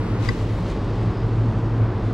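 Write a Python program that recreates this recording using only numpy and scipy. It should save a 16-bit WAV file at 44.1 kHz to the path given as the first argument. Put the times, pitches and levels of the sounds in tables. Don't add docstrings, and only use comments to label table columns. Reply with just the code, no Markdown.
import sys
import numpy as np
from scipy import signal
from scipy.fft import rfft, irfft
from scipy.io import wavfile
from scipy.ndimage import uniform_filter1d

SR = 44100
rng = np.random.default_rng(int(sys.argv[2]) if len(sys.argv) > 2 else 0)


def decibels_to_gain(level_db):
    exponent = np.asarray(level_db, float) / 20
    return 10 ** exponent


def store_wav(level_fs):
    pcm = np.round(np.clip(np.atleast_2d(level_fs), -1, 1) * 32767)
    wavfile.write(sys.argv[1], SR, pcm.T.astype(np.int16))


N = 94197

# f/Hz, level/dB [per Hz]
AIR_SPECTRUM = [(25, -14), (60, -2), (110, 0.5), (330, -3), (600, -11), (1150, -15.5), (2300, -30),
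                (5000, -36.5)]
# f/Hz, level/dB
AIR_SIDE_SPECTRUM = [(60, -37), (150, -30), (400, -5.5), (1200, -7), (3000, -0.5), (6000, -19),
                     (10500, -17), (12500, -9)]
# f/Hz, width/Hz, level/dB
DUCT_MODES = [(320.5, 37, -40.5), (1964, 500, -57), (450.8, 10, -44)]
# t/s, length/s, f/Hz, level/dB [rms]
DUCT_BLOOMS = [(.04, 0.045, 173, -30.5), (.35, 0.049, 176, -33), (.64, 0.058, 179.2, -32.5),
               (1.05, 0.19, 219.3, -35.5), (1.12, 0.1, 178.6, -33.5), (1.5, 0.089, 217, -35)]
# t/s, length/s, f/Hz, width [share of f], level/dB
SOFT_BURSTS = [(1.17, .07, 5000, .04, -60), (.43, .02, 7300, .1, -63), (.66, .03, 6150, .03, -63),
               (.36, .16, 12100, .06, -74), (.2905, .003, 3500, .7, -41), (.26, .045, 14300, .1, -69),
               (.705, .025, 9000, .3, -68), (.658, .006, 1300, .08, -44), (1.84, .12, 1400, .4, -46),
               (.1, .15, 1300, .5, -46), (.68, .07, 3200, .4, -54), (.33, .08, 4500, .5, -56),
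               (.08, .12, 8000, .3, -66), (.58, .12, 9500, .3, -68), (.9, .05, 105, .08, -34)]
# t/s, level/dB
SLEEVE_EFFORT = [(0, -63.5), (.175, -58), (.23, -42.5), (.26, -40.5), (.285, -43), (.36, -48.5),
                 (.435, -47.5), (.47, -50), (.64, -51), (.705, -45.5), (.74, -50), (.935, -53),
                 (.95, -50.5), (.965, -51.5), (1.18, -54), (1.5, -53), (1.9, -58), (2.05, -53)]
# f/Hz, level/dB [per Hz]
CLOTH_SPECTRUM = [(900, -9.5), (2000, 5), (4500, -1.5), (7800, -8), (10000, -16), (12200, -25),
                  (13500, -31.5), (15500, -36.5)]
# f/Hz, level/dB, t60/s, left-right/dB
SNAP_MODES = [(620, -23, .02, 12), (1109, -18.5, .032, 9), (1560, -19.5, .026, 6), (1986, -11.5, .027, 8),
              (2400, -25, .02, 5), (3780, -21, .014, 4), (4872, -11, .017, 0), (6700, -29, .014, 1.5),
              (7434, -27, .012, 9), (10000, -35, .014, -2)]
# lag/s, f/Hz, level/dB, t60/s
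OPPOSITE_MODES = [(.0017, 225, -5, .035), (0.0064, 38, -11, .12), (0.00037, 1990, -13, 0.037),
                  (.002, 900, -16, 0.039)]
# f/Hz, level/dB [rms], t/s at which neighbours throb in step
MOTOR_TONES = [(35.81, -39, 1.0), (42.31, -37, 1.071), (48.63, -33.5, 1.071), (71.45, -42, 1.0),
               (96.56, -43, 1.0), (99.95, -31, 1.822), (107.15, -39, 1.822), (129.68, -45, 1.0)]
# t/s, f/Hz, level/dB [rms]
BLADE_TONE = [(0.0, 110.7, -22), (0.04, 107.6, -43), (0.13, 111.1, -22.5), (0.31, 111.8, -26.5),
              (0.37, 108, -37), (0.42, 105.9, -24.5), (0.52, 111.1, -26.5), (0.74, 104.1, -31),
              (1.01, 114, -25), (1.1, 110.9, -19.5), (1.16, 112.3, -31.5), (1.23, 112.6, -24),
              (1.49, 112.2, -20), (1.53, 112.2, -27), (1.84, 111.7, -18), (1.97, 113.8, -34.5),
              (2.07, 109, -23), (2.14, 110.4, -21)]
# t/s, amount [0-1]
MONO_BLEND = [(0, 0.06), (.33, 0.05), (.45, 0.13), (.8, 0.29), (1.2, 0.45), (1.6, 0.59), (1.8, 0.53),
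              (2.0, 0.41), (2.14, 0.32)]
# f/Hz, level/dB
MONO_LOSS = [(100, -190), (400, -130), (1200, -73), (3000, -47.5), (5600, -60), (8000, -70), (11300, -64)]

AIR_DB, AIR_TOP_DB_PER_OCT = -27, -21.5
AIR_SWELL_DB, AIR_FLICKER_DB = .4, 1.27
TURN_AWAY_DB_PER_S, TURN_ABOVE_HZ = -2.1, 1900
CLOTH_GRAINS_PER_S, CLOTH_SCATTER_DB, CLOTH_FLICKER_DB = 11000, 0.37, .6
CLOTH_LEFT_DB, CLOTH_LAG_S, CLOTH_ALIKE = 7.5, .00004, 0.65
RUMBLE_DB, RUMBLE_HZ = 13, 150
SNAP_S, SNAP_LAG_S, SNAP_RISE_S = .2871, .00002, .0022
BODY_LAG_S, BODY_TOP_HZ = .0017, 1800
MOTORS_DB, WOBBLE_DB, WOBBLE_RAD = 0.26, .5, .08
BLADE_STEP_S = 1.822
PORT_LAG_S = .00003
NOTCH_HZ, NOTCH_DB, NOTCH_WIDTH_HZ = 11150, -2.5, 360
HISS_DB, HISS_HZ, TOP_HZ = -98, 11600, 15700


def curve(table, t):
    return np.interp(t, *np.array(table, float).T)


def colour(table, hz):
    f, db = np.array(table, float).T
    return np.interp(np.log(np.maximum(hz, 1)), np.log(f), db)


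def level(x, db):
    return x * decibels_to_gain(db) / np.sqrt(np.mean(x ** 2))


def walk(rate):
    hold = int(SR / rate)
    steps = np.repeat(rng.standard_normal(N // hold + 1), hold)
    slewed = uniform_filter1d(uniform_filter1d(steps, hold), hold)
    return 1.25 * slewed[:N]


def shape(x, gain):
    size = 2 * N
    mirrored = np.concatenate([x, x[..., ::-1]], axis=-1)
    spectrum = rfft(mirrored) * gain(np.fft.rfftfreq(size, 1 / SR))
    return irfft(spectrum, size)[..., :N]


def bands(x):
    for hz in 22 * 2 ** (np.arange(20) / 2):
        def window(f):
            octaves = np.log2(np.maximum(f, 1) / hz)
            return np.cos(np.pi * np.clip(octaves, -.5, .5)) ** 2
        yield hz, shape(x, window)


def late(x, lag_s):
    return shape(x, lambda f: np.exp(-2j * np.pi * f * lag_s))


def air():
    top = AIR_SPECTRUM[-1][0]

    def gain(f):
        return decibels_to_gain(colour(AIR_SPECTRUM, f) + AIR_TOP_DB_PER_OCT * np.log2(np.maximum(f / top, 1)))

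    noise = shape(rng.standard_normal((2, N)), gain)
    swell = AIR_SWELL_DB * walk(1.4)
    fade = TURN_AWAY_DB_PER_S * (np.arange(N) - N / 2) / SR
    rush = 0
    for hz, part in bands(noise):
        rush = rush + decibels_to_gain(swell + fade * (hz > TURN_ABOVE_HZ) + AIR_FLICKER_DB * walk(3.3)) * part
    rush = rush * decibels_to_gain(AIR_DB) / np.std(rush[0])
    duct = 0
    for hz, width, db in DUCT_MODES:
        resonance = shape(rng.standard_normal(N), lambda f: 1 / (1 + (2 * (f - hz) / width) ** 2))
        duct = duct + level(resonance, db)
    return rush[0] + duct, shape(rush[1], lambda f: decibels_to_gain(colour(AIR_SIDE_SPECTRUM, f)))


def blooms(t):
    total = 0
    for at, length, hz, db in DUCT_BLOOMS:
        swell = decibels_to_gain(db) * np.sqrt(2) * np.exp(-((t - at) / length) ** 2)
        total = total + swell * np.cos(2 * np.pi * hz * (t - at))
    return total


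def brush(t):
    rubs = 0
    for at, length, hz, wide, db in SOFT_BURSTS:
        squeak = shape(rng.standard_normal(N), lambda f: 1 / (1 + ((f - hz) / (wide * hz)) ** 2))
        rubs = rubs + decibels_to_gain(db) * np.exp(-((t - at) / length) ** 2) * level(squeak, 0)
    return np.array([rubs, decibels_to_gain(-CLOTH_LEFT_DB) * rubs]) * decibels_to_gain(CLOTH_LEFT_DB / 2)


def sleeve(t):
    size = decibels_to_gain(CLOTH_SCATTER_DB * rng.exponential(size=(2, N))) * rng.standard_normal((2, N))
    ticks = size * (rng.random((2, N)) < CLOTH_GRAINS_PER_S / SR)
    effort = decibels_to_gain(curve(SLEEVE_EFFORT, t) + CLOTH_FLICKER_DB * walk(30))
    rub = level(shape(ticks, lambda f: decibels_to_gain(colour(CLOTH_SPECTRUM, f))), 0) * effort
    right = CLOTH_ALIKE * late(rub[0], CLOTH_LAG_S) + np.sqrt(1 - CLOTH_ALIKE ** 2) * rub[1]
    rumble = shape(rng.standard_normal((2, N)), lambda f: 1 / (1 + (f / RUMBLE_HZ) ** 2))
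    stir = level(rumble, RUMBLE_DB) * effort
    return np.array([rub[0], decibels_to_gain(-CLOTH_LEFT_DB) * right]) * decibels_to_gain(CLOTH_LEFT_DB / 2) + stir


def snap(t):
    def ring(lag, hz, db, t60):
        age = np.maximum(t - SNAP_S - lag, 0)
        decay = decibels_to_gain(db - 60 * np.minimum(age / t60, 4))
        rise = 1 - np.exp(-(age / SNAP_RISE_S) ** 2)
        return decay * rise * np.sin(2 * np.pi * hz * age)

    def port(lag, share):
        total = 0
        for hz, db, t60, pan_db in SNAP_MODES:
            total = total + ring(lag + BODY_LAG_S * (hz < BODY_TOP_HZ), hz, db + share * pan_db, t60)
        return total

    jolt = -sum(ring(lag, hz, db, t60) for lag, hz, db, t60 in OPPOSITE_MODES)
    return np.array([port(0, .5) + jolt, port(SNAP_LAG_S, -.5) - jolt])


def fans(t):
    total = 0
    for hz, db, step in MOTOR_TONES:
        size = decibels_to_gain(db + MOTORS_DB + WOBBLE_DB * walk(1.2)) * np.sqrt(2)
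        total = total + size * np.cos(2 * np.pi * hz * (t - step) + WOBBLE_RAD * walk(1.7))
    at, hz, db = np.array(BLADE_TONE, float).T
    turns = np.cumsum(np.interp(t, at, hz)) / SR
    turns = turns - np.interp(BLADE_STEP_S, t, turns)
    blade = decibels_to_gain(np.interp(t, at, db)) * np.sqrt(2) * np.cos(2 * np.pi * turns)
    return total + blade


def scene():
    t = np.arange(N) / SR
    mid, side = air()
    mid = mid + blooms(t) + fans(t)
    cabinet = np.array([late(mid, PORT_LAG_S) + side, late(mid, -PORT_LAG_S) - side])
    return cabinet + brush(t) + sleeve(t) + snap(t)


def top_cut(x):
    return signal.sosfilt(signal.butter(12, 15710, fs=SR, output="sos"), x)


def record(dry):
    blend = np.clip(curve(MONO_BLEND, np.arange(N) / SR), 0, 1)
    dry = shape(dry, lambda f: decibels_to_gain(NOTCH_DB * np.exp(-((f - NOTCH_HZ) / NOTCH_WIDTH_HZ) ** 2)))
    mid, side = (dry[0] + dry[1]) / 2, (dry[0] - dry[1]) / 2
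    top = shape(side, lambda f: f > HISS_HZ)
    narrowed = top
    for hz, part in bands(side - top):
        narrowed = narrowed + decibels_to_gain(blend * colour(MONO_LOSS, hz)) * part
    noise = rng.standard_normal((2, N))
    hiss = level(shape(noise, lambda f: (f > HISS_HZ) * (HISS_HZ / np.maximum(f, 1)) ** 4), HISS_DB)
    mix = np.array([mid + narrowed, mid - narrowed]) + hiss
    mix = shape(mix, lambda f: f < TOP_HZ)
    return top_cut(mix)


dry = scene()
out = record(dry)
store_wav(out)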